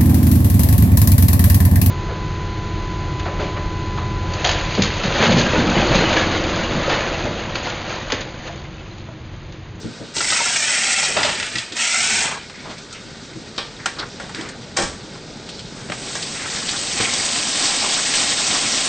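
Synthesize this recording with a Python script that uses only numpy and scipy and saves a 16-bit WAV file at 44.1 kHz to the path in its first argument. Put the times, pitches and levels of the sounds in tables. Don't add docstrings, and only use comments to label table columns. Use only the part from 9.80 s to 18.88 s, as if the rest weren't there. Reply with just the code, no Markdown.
import sys
import numpy as np
from scipy import signal
from scipy.fft import rfft, irfft, next_fast_len
from scipy.io import wavfile
from scipy.ndimage import map_coordinates

SR = 44100
rng = np.random.default_rng(int(sys.argv[2]) if len(sys.argv) > 2 else 0)


def dump_mix(stems):
    frames = np.atleast_2d(stems).T
    limited = np.clip(frames, -1, 1)
    pcm = np.round(limited * 32767).astype(np.int16)
    wavfile.write(sys.argv[1], SR, pcm)


N = 400428

# time_s, level_db
DRUMMING_LEVEL = [(0, -41), (0.6, -47), (1.1, -48.5), (1.25, -46), (1.45, -38), (2.12, -53), (2.38, -40),
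                  (2.7, -45), (5, -40.5), (7.3, -40), (8.3, -47), (8.65, -39.5), (9.08, -45.5)]
# freq_hz, level_db
RUMBLE_EQ = [(15, -36), (25, -8), (60, -7), (160, -1), (233, -2.5), (350, -7.5), (377, -3), (432, -6),
             (487, -6), (763, -14), (900, -10.5), (1170, -48), (1980, -120)]
# freq_hz, level_db
PATTER_EQ = [(350, -37), (600, -10), (793, -10.5), (876, -10), (1180, -6), (1320, -2.5), (1430, -2.5),
             (1580, -0.5), (1790, -7.5), (2260, -4.5), (2470, -8.5), (4170, -2), (8600, -12), (11200, -56),
             (18900, -120)]
def muffled_storm():
    thumps = grains(per_s=300, low_hz=94, high_hz=380, cycles=1.0, spread_db=5.5, size=1800)
    rumble = coloured(noise() + amp(-22) * thumps, RUMBLE_EQ)
    ticks = grains(per_s=500, low_hz=806, high_hz=6760, cycles=0.94, spread_db=1.5)
    ticks = unit(room(ticks, t60=0.1, wet_db=14))
    patter = coloured(ticks + amp(4) * noise(), PATTER_EQ)
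    time_s, level_db = np.transpose(DRUMMING_LEVEL)
    rumble_gain = amp(3.5 + np.interp(seconds(N), time_s, level_db))
    return rumble_gain * rumble + amp(-40 + 0.27 * wobble(11)) * patter

# freq_hz, level_db
DOWNPOUR_EQ = [(120, -12), (200, -2), (278, 3), (406, -4), (812, 1.5), (935, -5), (1130, -4), (1280, -4.5),
               (3040, 0), (4800, 2), (7120, 0), (8200, 5), (8600, 0), (11200, -94), (18900, -120)]
def open_storm():
    opening = amp(-18.5) * np.sqrt(door_gap())
    drops = grains(per_s=3000, low_hz=1200, high_hz=8470, cycles=1.9, spread_db=-3, size=120)
    pellets = grains(per_s=600, low_hz=900, high_hz=7000, cycles=1.5, spread_db=2.8)
    rain = noise() + amp(-8.5) * drops
    ice = amp(-5.5) * unit(room(pellets, t60=0.06, wet_db=4))
    return opening * amp(0.62 * wobble(25)) * coloured(rain + ice, DOWNPOUR_EQ)

# start_s, length_s, share_of_full_width
DOOR_SHOVES = [(5.92, 0.07, 0.0042), (6.08, 0.3, 0.079), (6.5, 0.64, 0.17), (7.153, 0.029, 0.22),
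               (7.735, 0.046, 0.31)]
def door_gap():
    return sum(abs(share) * np.sin(np.pi / 2 * np.clip((seconds(N) - start) / length, 0, 1)) ** 2
               for start, length, share in DOOR_SHOVES)

# start_s, level_db, pitch_hz
STONE_HITS = [(2.698, -26, 2030), (2.981, -24, 4260), (3.1265, -21, 6360), (4.4934, -19.5, 1500),
              (4.688, -21.5, 5440), (5.352, -25.5, 1350), (5.6892, -21, 3540), (5.792, -21.5, 3580),
              (6.4247, -12.5, 4560), (6.676, -23, 2270), (6.756, -18.5, 4060), (6.89, -13, 3900),
              (6.99, -15, 5260), (7.3358, -9, 6150), (7.45, -11, 7870), (7.889, -20, 4500),
              (8.1284, -12, 4190), (8.338, -7, 2950), (8.354, -6, 7830)]
def hailstones():
    out, t = np.zeros((2, N)), seconds(SR // 8)
    for start, db, hz in STONE_HITS:
        tone = [(hz / 6, -26), (hz / 2.4, -7), (hz, 0), (hz * 1.55, -7), (hz * 4, -16)]
        click = coloured(noise(len(t)), tone)
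        add(out, start, decay(t, db - 5.5, t60=0.041) * attack(t, 0.00063) * click)
    return room(out, t60=0.11, wet_db=-2)

# start_s, length_s, level_db, pitch_hz, width_hz
HAIL_BURSTS = [(6.745, 0.045, -28, 5500, 4000), (6.88, 0.03, -25, 3700, 2200),
               (7.32, 0.09, -35, 4000, 3500), (7.767, 0.2, -31, 4500, 2500),
               (7.858, 0.035, -28, 4800, 1500), (8.11, 0.065, -24.5, 3400, 1500),
               (8.164, 0.06, -28, 1500, 700), (8.333, 0.068, -24, 4300, 4000),
               (8.49, 0.05, -27, 4220, 1800), (8.577, 0.04, -29, 1640, 700), (8.745, 0.046, -31, 1130, 350),
               (8.762, 0.083, -25, 5800, 4000)]
def flurries():
    out = np.zeros((2, N))
    clicks = grains(per_s=2500, low_hz=900, high_hz=8000, cycles=0.6, spread_db=3, size=120)
    for start, length, db, hz, width in HAIL_BURSTS:
        progress = np.linspace(0, 1, int(length * SR))
        clump = resonate(clicks[:, round(start * SR):][:, :len(progress)], hz, width)
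        add(out, start, amp(db) * np.sin(np.pi * progress ** 0.61) * clump)
    return out

# freq_hz, level_db
RAIL_EQ = [(110, -56), (180, -37), (220, -7), (266, -10.5), (300, -18.5), (372, -16.5), (468, -19),
           (906, -10), (1090, -18), (1400, -7), (1620, -7.5), (2120, -4), (4500, -11.5), (5850, -28),
           (9900, -120)]
# freq_hz, level_db
GLIDER_EQ = [(2500, -18), (3600, -10.5), (4300, -5), (5400, 0), (7000, -0.5), (8400, 1)]
# pitch_hz, width_hz, added_level_db
RAIL_WHISTLE = (5450, 200, -2.5)
def blinds():
    chatter = grains(per_s=900, low_hz=386, high_hz=4900, cycles=2.45, spread_db=1.5)
    chatter = unit(room(chatter, t60=0.11, wet_db=-1.5))
    rail = coloured(chatter + amp(7.5) * noise(), RAIL_EQ)
    ring = resonate(noise(), pitch_hz=2170, width_hz=770)
    ring = amp(-16.5 + 3.5 * wobble(45)) * shifted(ring, hz=129.4 * wobble(9))
    rail = unit(rail + ring) * amp(0.76 * wobble(70))
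    scratch = grains(per_s=2000, low_hz=3300, high_hz=8520, cycles=25, spread_db=1, size=120)
    hiss = coloured(scratch + amp(5.5) * noise(), GLIDER_EQ)
    whistle_hz, width_hz, whistle_db = RAIL_WHISTLE
    hiss = unit(filtered(hiss, lambda hz: 1 + amp(whistle_db) * resonance(hz, whistle_hz, width_hz)))
    rail = reflections(rail)
    judder = amp(0.81 * wobble(90))
    speed, rail_drive = pull_speed()
    return judder * (amp(-22) * rail_drive ** 0.63 * rail + amp(-17.5) * speed * hiss)

# start_s, ease_s, stop_s, glider_rise_s, rail_rise_s, slowing_db_per_s
BLIND_PULLS = [(0.338, 1.242, 1.835, 0.037, 0.21, 21), (1.95, 2.435, 2.54, 0.036, 0.057, 95)]
def pull_speed():
    t, speed = seconds(N), np.zeros((2, N))
    ease_db, ease_length_s, settle_db_per_s = 3.5, 0.074, 129
    since = lambda s: np.maximum(t - s, 0)
    for start, ease, stop, glider_rise, rail_rise, slowing in BLIND_PULLS:
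        lost_db = ease_db * np.minimum(since(ease) / ease_length_s, 1)
        lost_db += slowing * since(ease) + settle_db_per_s * since(stop)
        speed += attack(since(start), np.array([[glider_rise], [rail_rise]])) * amp(-lost_db)
    return speed

# start_s, level_db, bright_db, mid_db, ring_hz, ring_db, rattle_t60_s
SLAT_HITS = [(0.365, -20, 6, -11, 902, -6, 0.077), (0.381, -21, 10, -13, 1310, -16, 0.06),
             (0.405, -15.5, 1.5, 4, 1376, -1, 0.09), (0.444, -19, 0, 5, 2100, 0, 0.05),
             (0.464, -27, 8, -12, 2100, -12, 0.05), (0.482, -28, 8.5, -9, 2100, -12, 0.1),
             (0.502, -17.5, 11, -2, 2580, -9, 0.05), (0.521, -16.5, 1.5, -5, 1280, -1.5, 0.16),
             (0.53, -17.5, 7.5, -1, 1910, -3, 0.077), (0.562, -21, 2, 13, 2500, -10, 0.058),
             (0.589, -22.5, -2, -10, 1330, 4, 0.087), (0.604, -21, 4, -3, 925, 6.5, 0.13),
             (0.613, -25, -4, -1, 2650, 3, 0.06), (0.657, -22.5, -3, 0, 1390, 4, 0.091),
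             (0.904, -37, 5, 6, 2040, 20, 0.087), (0.973, -42, 4, 2, 2150, 3, 0.076),
             (1.069, -30, 4, 2, 1900, -2, 0.05), (1.096, -29, 2, 4, 1940, 7, 0.06),
             (1.227, -20, -4.5, 0, 2410, -6, 0.082), (1.366, -13.5, -3, 0, 640, -1, 0.47),
             (1.43, -14, 4.5, 3.5, 1760, -4, 0.11), (1.447, -14.5, 1, 1.5, 603, 1.5, 0.33),
             (1.489, -18, 1.5, 1.5, 910, -9, 0.31), (1.552, -25, 4, 0, 1950, -4, 0.1),
             (1.598, -19.5, 7, 5.5, 1920, 0, 0.052), (1.627, -21, 7, 11.5, 1980, -14, 0.038),
             (1.754, -27, 13, 12, 1920, 12, 0.12), (1.783, -18.5, 8.5, -4, 1860, -11, 0.065),
             (1.921, -33, 14.5, -5, 2120, -8, 0.11), (1.967, -27, 12, -2, 2120, 0, 0.068)]
# pitch_hz, width_hz, level_db
RAIL_MODES = [(598, 50, -2), (893, 130, -5), (1406, 170, 0.5), (1990, 280, 6), (2670, 190, 5.5),
              (3540, 1800, 2), (4930, 140, 3.5)]
def slat_knocks():
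    return strikes(SLAT_HITS, RAIL_MODES, crack_db=-5.5, tail_db=-13.5, chord_db=-16.5, chord_t60=0.09)

# start_s, level_db, bright_db, mid_db, ring_hz, ring_db, rattle_t60_s
LOCK_HITS = [(3.779, -28, -2, 3.5, 1700, -12, 0.3), (4.058, -19.5, 5.5, 8.5, 1400, 2.5, 0.06),
             (4.062, -29, -2, 9, 1840, 7, 0.07), (4.398, -30.5, -2.5, 1, 1420, 4, 0.44),
             (4.546, -38, 6, 10, 2110, -4, 0.73), (4.609, -31.5, -1, -6, 1970, -4, 0.32),
             (4.965, -27, 4, 0, 1090, -6, 0.05), (4.969, -15.5, 3, -4.5, 650, -8, 0.4),
             (4.985, -19, -2.5, -3.5, 772, 3, 0.14), (5.021, -20, 1, -4, 870, -1, 0.41),
             (6.098, -33, -4, 11, 594, 8, 0.066), (6.119, -26, -3, 8, 1220, 1, 0.075),
             (6.136, -33, 4, 4, 1220, -8, 0.05), (6.353, -22, 2, -4, 720, -14, 0.12),
             (6.656, -30.5, -5, 0, 1305, 7, 0.054), (7.201, -26, -3, 7, 460, 6, 0.3)]
# pitch_hz, width_hz, level_db
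DOOR_MODES = [(520, 240, -10), (753, 20, -1.5), (1110, 19, -6), (1610, 170, -3), (1900, 150, -6.5),
              (2300, 150, -6.5), (3300, 500, -13), (4000, 170, -14.5), (5430, 950, -10), (6200, 170, -13),
              (8100, 1200, -10.5)]
def lock_clacks():
    return strikes(LOCK_HITS, DOOR_MODES, crack_db=11, tail_db=-10.5, chord_db=-10, chord_t60=0.25)

def strikes(hits, modes, crack_db, tail_db, chord_db, chord_t60):
    out, t = np.zeros((2, N)), seconds(SR // 2)
    body = lambda f: amp(-5) + sum(amp(db) * resonance(f, hz, width) for hz, width, db in modes)
    bands_hz = [(350, 1200), (1200, 3200), (3200, 8500)]
    for start, db, bright_db, mid_db, ring_hz, ring_db, t60 in hits:
        levels = [-bright_db, mid_db, bright_db]
        onset = amp(db) * attack(t)
        fade = decay(t, 0, t60) + decay(t, crack_db, t60=0.016) + decay(t, tail_db, t60=0.42)
        for (low, high), level in zip(bands_hz, levels):
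            band = lambda f: 1 / np.sqrt((1 + (low / (f + 1)) ** 8) * (1 + (f / high) ** 8))
            rattle = unit(filtered(noise(len(t)), lambda f: body(f) * band(f)))
            add(out, start, amp(level - 10) * onset * fade * rattle)
        ring = np.sin(2 * np.pi * (ring_hz * t + rng.random((2, 1))))
        add(out, start, decay(t, ring_db, t60=0.072) * onset * ring)
        chord = sum(amp(level) * np.sin(2 * np.pi * (rng.normal(hz, width / 10) * t + rng.random()))
                    for hz, width, level in modes)
        add(out[0], start, decay(t, chord_db, chord_t60) * onset * chord)
    return out

# start_s, level_db
CATCH_HITS = [(3.764, -32), (3.7797, -22), (3.783, -16.5), (3.789, -18), (4.19, -30), (4.2, -23),
              (4.227, -35), (4.548, -23), (4.612, -26)]
# freq_hz, level_db
CATCH_EQ = [(400, -2), (1300, -6), (2400, -6), (3200, 6), (4800, 6), (5600, 0), (6600, -31), (9000, -31)]
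def catch_snaps():
    out, t = np.zeros((2, N)), seconds(SR // 8)
    for start, db in CATCH_HITS:
        fade = decay(t, db, t60=0.01) + decay(t, db - 13.5, t60=0.31)
        add(out, start, fade * coloured(noise(len(t)), CATCH_EQ))
    return out

# start_s, level_db, tilt_db_per_octave
PANEL_HITS = [(3.781, -30.5, 3.5), (4.06, -31.5, 2), (4.969, -26.5, 0.5), (4.984, -30, -0.5),
              (4.998, -28, 0), (5.007, -30, -1), (5.022, -32, 0), (5.041, -32, -2)]
# pitch_hz, level_db, t60_s
PANEL_MODES = [(341, -3.5, 0.24), (562, -2.5, 0.21), (805, -1, 0.16), (932, -5, 0.29), (1083, -2, 0.14),
               (1158, -6.5, 0.38), (1340, -10, 0.38), (1570, -8, 0.3), (1780, -6.5, 0.36),
               (2300, -10, 0.32), (2490, -10, 0.26), (2940, -16, 0.4), (3190, -11, 0.4), (4140, -17, 0.3)]
def panel_bangs():
    out, t = np.zeros((2, N)), seconds(SR // 2)
    for start, db, tilt in PANEL_HITS:
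        for hz, level, t60 in PANEL_MODES:
            ring = np.sin(2 * np.pi * (hz * rng.normal(1, 0.0089) * t + rng.random((2, 1))))
            ring_db = db + level + tilt * np.log2(hz / 1000) + rng.normal(0, 1.3)
            add(out, start, decay(t, ring_db, t60) * attack(t) * ring)
    return out

# start_s, length_s, level_db, pitch_hz, width_hz, glide_hz_per_s
RUBS = [(0.197, 0.07, -36, 520, 350, 0), (0.36, 0.065, -33, 420, 300, 0),
        (0.877, 0.63, -28.5, 2160, 900, 699.5), (1.235, 0.045, -23, 4500, 2500, 0),
        (1.273, 0.17, -33, 520, 600, 0), (1.905, 0.089, -41, 420, 400, 0), (1.978, 0.15, -25, 2830, 800, 0),
        (1.974, 0.53, -30, 2170, 400, -1), (2.201, 0.3, -29.5, 3580, 2000, -1),
        (2.435, 0.17, -30.5, 1000, 900, -4), (2.701, 0.34, -42.5, 2100, 690, 6),
        (2.76, 0.22, -41, 220, 160, 0), (2.847, 0.12, -34.5, 690, 1620, 4),
        (2.892, 0.06, -37, 3500, 4000, 0), (3.105, 0.069, -43, 1380, 200, 0),
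        (3.139, 0.08, -40.5, 2400, 1500, 0), (3.99, 0.075, -39, 1850, 900, 0),
        (4.193, 0.06, -35, 357, 160, 0), (4.184, 0.053, -31, 4200, 1810, 0),
        (4.166, 0.12, -33.5, 1220, 1420, -6), (4.541, 0.23, -35.5, 1720, 1520, -3),
        (4.562, 0.14, -34, 296, 160, 2), (5.01, 0.16, -36, 55, 60, 0), (5.658, 0.3, -39, 4400, 2500, 0),
        (5.938, 0.27, -42, 1400, 1500, -2), (6.518, 0.46, -34.5, 2180, 1300, -2000),
        (6.926, 0.057, -32, 1610, 1200, 3), (7.175, 0.23, -28, 2200, 520, 294),
        (8.006, 0.15, -31, 830, 700, 1)]
def scrapes():
    out = np.zeros((2, N))
    for start, length, db, hz, width, glide in RUBS:
        progress = np.linspace(0, 1, int(length * SR))
        rub = resonate(noise(SR), hz, width)[:, :len(progress)]
        judder = amp(db + 2.5 * wobble(58)[:len(progress)])
        stroke = np.sin(np.pi * progress ** 0.56)
        add(out, start, stroke * judder * shifted(rub, glide * length * progress))
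    return out

# start_s, level_db
FLOOR_HITS = [(0.043, -20.5), (0.203, -28), (0.504, -31.5), (1.367, -22), (1.743, -26.5), (2.872, -39),
              (3.252, -34), (3.554, -27), (4.573, -28), (4.985, -24.5), (5.022, -25), (6.09, -26),
              (7.198, -20.5)]
# pitch_hz, level_db, t60_s
FLOOR_MODES = [(62, -13, 0.12), (118, 0, 0.13), (156, 5.5, 0.08), (245, 0, 0.16), (313, 3, 0.07),
               (481, -4.5, 0.11)]
def floor_bumps():
    out, t = np.zeros((2, N)), seconds(SR // 2)
    for start, db in FLOOR_HITS:
        for hz, level, t60 in FLOOR_MODES:
            ring = np.sin(2 * np.pi * hz * rng.normal(1, 0.054, (2, 1)) * t)
            ring_db = db + level + rng.normal(0, 1.5)
            add(out, start, decay(t, ring_db, t60) * attack(t, 0.0044) * ring)
    return amp(-5) * room(out, t60=0.25, wet_db=0.5)

# delay_ms, gain
ECHOES = [(1.7, 0.5), (2.9, 0.45), (4.3, 0.4), (6.2, 0.3)]
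def reflections(x, sway_ms=0.45):
    n, echoes = np.arange(N), np.zeros((2, N))
    for delay_ms, gain in ECHOES:
        late = n - (delay_ms + sway_ms * wobble(2)) * SR / 1000
        echoes += gain * np.array([np.interp(late, n, channel) for channel in x])
    return unit(x + echoes)

def room(x, t60, wet_db):
    t = seconds(SR // 2)
    tail = noise(len(t)) * decay(t, 0, t60) * (t > .003)
    return x + amp(wet_db) * signal.fftconvolve(x, tail / np.linalg.norm(tail[0]), axes=1)[:, :N]

# freq_hz, side_db
SIDE_EQ = [(60, -16.5), (250, -11), (700, -13), (1700, -13), (3000, -25), (5000, -42)]
def stereo(pair, width_db):
    mid, side = pair[0], filtered(pair[1], lambda hz: amp(along(SIDE_EQ, hz) + width_db))
    return np.array([mid + side, mid - side])

def grains(per_s, low_hz, high_hz, cycles, spread_db, size=300):
    when, pitch, force = rng.random((3, 2, int(per_s * N / SR), 1))
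    ratio = (high_hz / low_hz) ** pitch
    phase = low_hz * ratio * seconds(size)
    strength = amp(spread_db * np.minimum(-np.log(1 - force), 4))
    rings = strength * ratio * np.exp(-phase / cycles) * np.sin(2 * np.pi * phase)
    where = (when * N).astype(int) + np.arange(size)
    return unit(np.array([np.bincount(w.ravel(), r.ravel(), N)[:N] for w, r in zip(where, rings)]))

def filtered(x, response):
    n = x.shape[-1]
    padded = next_fast_len(n + 8192)
    return irfft(rfft(x, padded) * response(np.fft.rfftfreq(padded, 1 / SR)), padded)[..., :n]

def coloured(x, eq):
    return unit(filtered(x, lambda hz: amp(along(eq, hz))))

def along(eq, hz):
    freq_hz, level_db = np.transpose(eq)
    return np.interp(np.log(hz + 1), np.log(freq_hz + 1), level_db)

def resonance(hz, pitch_hz, width_hz):
    return 1 / (1 + (2 * (hz - pitch_hz) / width_hz) ** 2)

def resonate(x, pitch_hz, width_hz):
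    return unit(filtered(x, lambda hz: resonance(hz, pitch_hz, width_hz)))

def shifted(x, hz):
    analytic = signal.hilbert(x, next_fast_len(len(hz)))[..., :len(hz)]
    return np.real(analytic * np.exp(2j * np.pi * np.cumsum(hz) / SR))

def wobble(rate):
    return map_coordinates(rng.standard_normal(int(N * rate / SR) + 4), [seconds(N) * rate])

def add(track, start_s, sound):
    part = track[..., max(round(start_s * SR), 0):][..., :sound.shape[-1]]
    part += sound[..., :part.shape[-1]]

def attack(t, rise_s=0.0013):
    return 1 - np.exp(-t / rise_s)

def decay(t, db, t60):
    return amp(db - 60 * t / t60)

def noise(n=N):
    return rng.standard_normal((2, n))

def seconds(n):
    return np.arange(n) / SR

def amp(db):
    return 10 ** (np.asarray(db) / 20)

def unit(x):
    return x / np.sqrt(np.mean(x ** 2) + 1e-20)

def scene():
    storm = stereo(muffled_storm() + hailstones(), width_db=-6)
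    storm += stereo(open_storm() + flurries(), width_db=-13)
    knocks = stereo(slat_knocks() + lock_clacks() + floor_bumps(), width_db=5)
    knocks += stereo(scrapes() + catch_snaps() + panel_bangs(), width_db=-2)
    return storm + stereo(blinds(), width_db=-33) + knocks

def record(dry):
    ceiling, top_hz = 0.6, 8680
    rounded = dry / (1 + (dry / ceiling) ** 6) ** (1 / 6)
    return filtered(rounded, lambda hz: 1 / np.sqrt(1 + (hz / top_hz) ** 200))

dry = scene()
out = record(dry)
dump_mix(out)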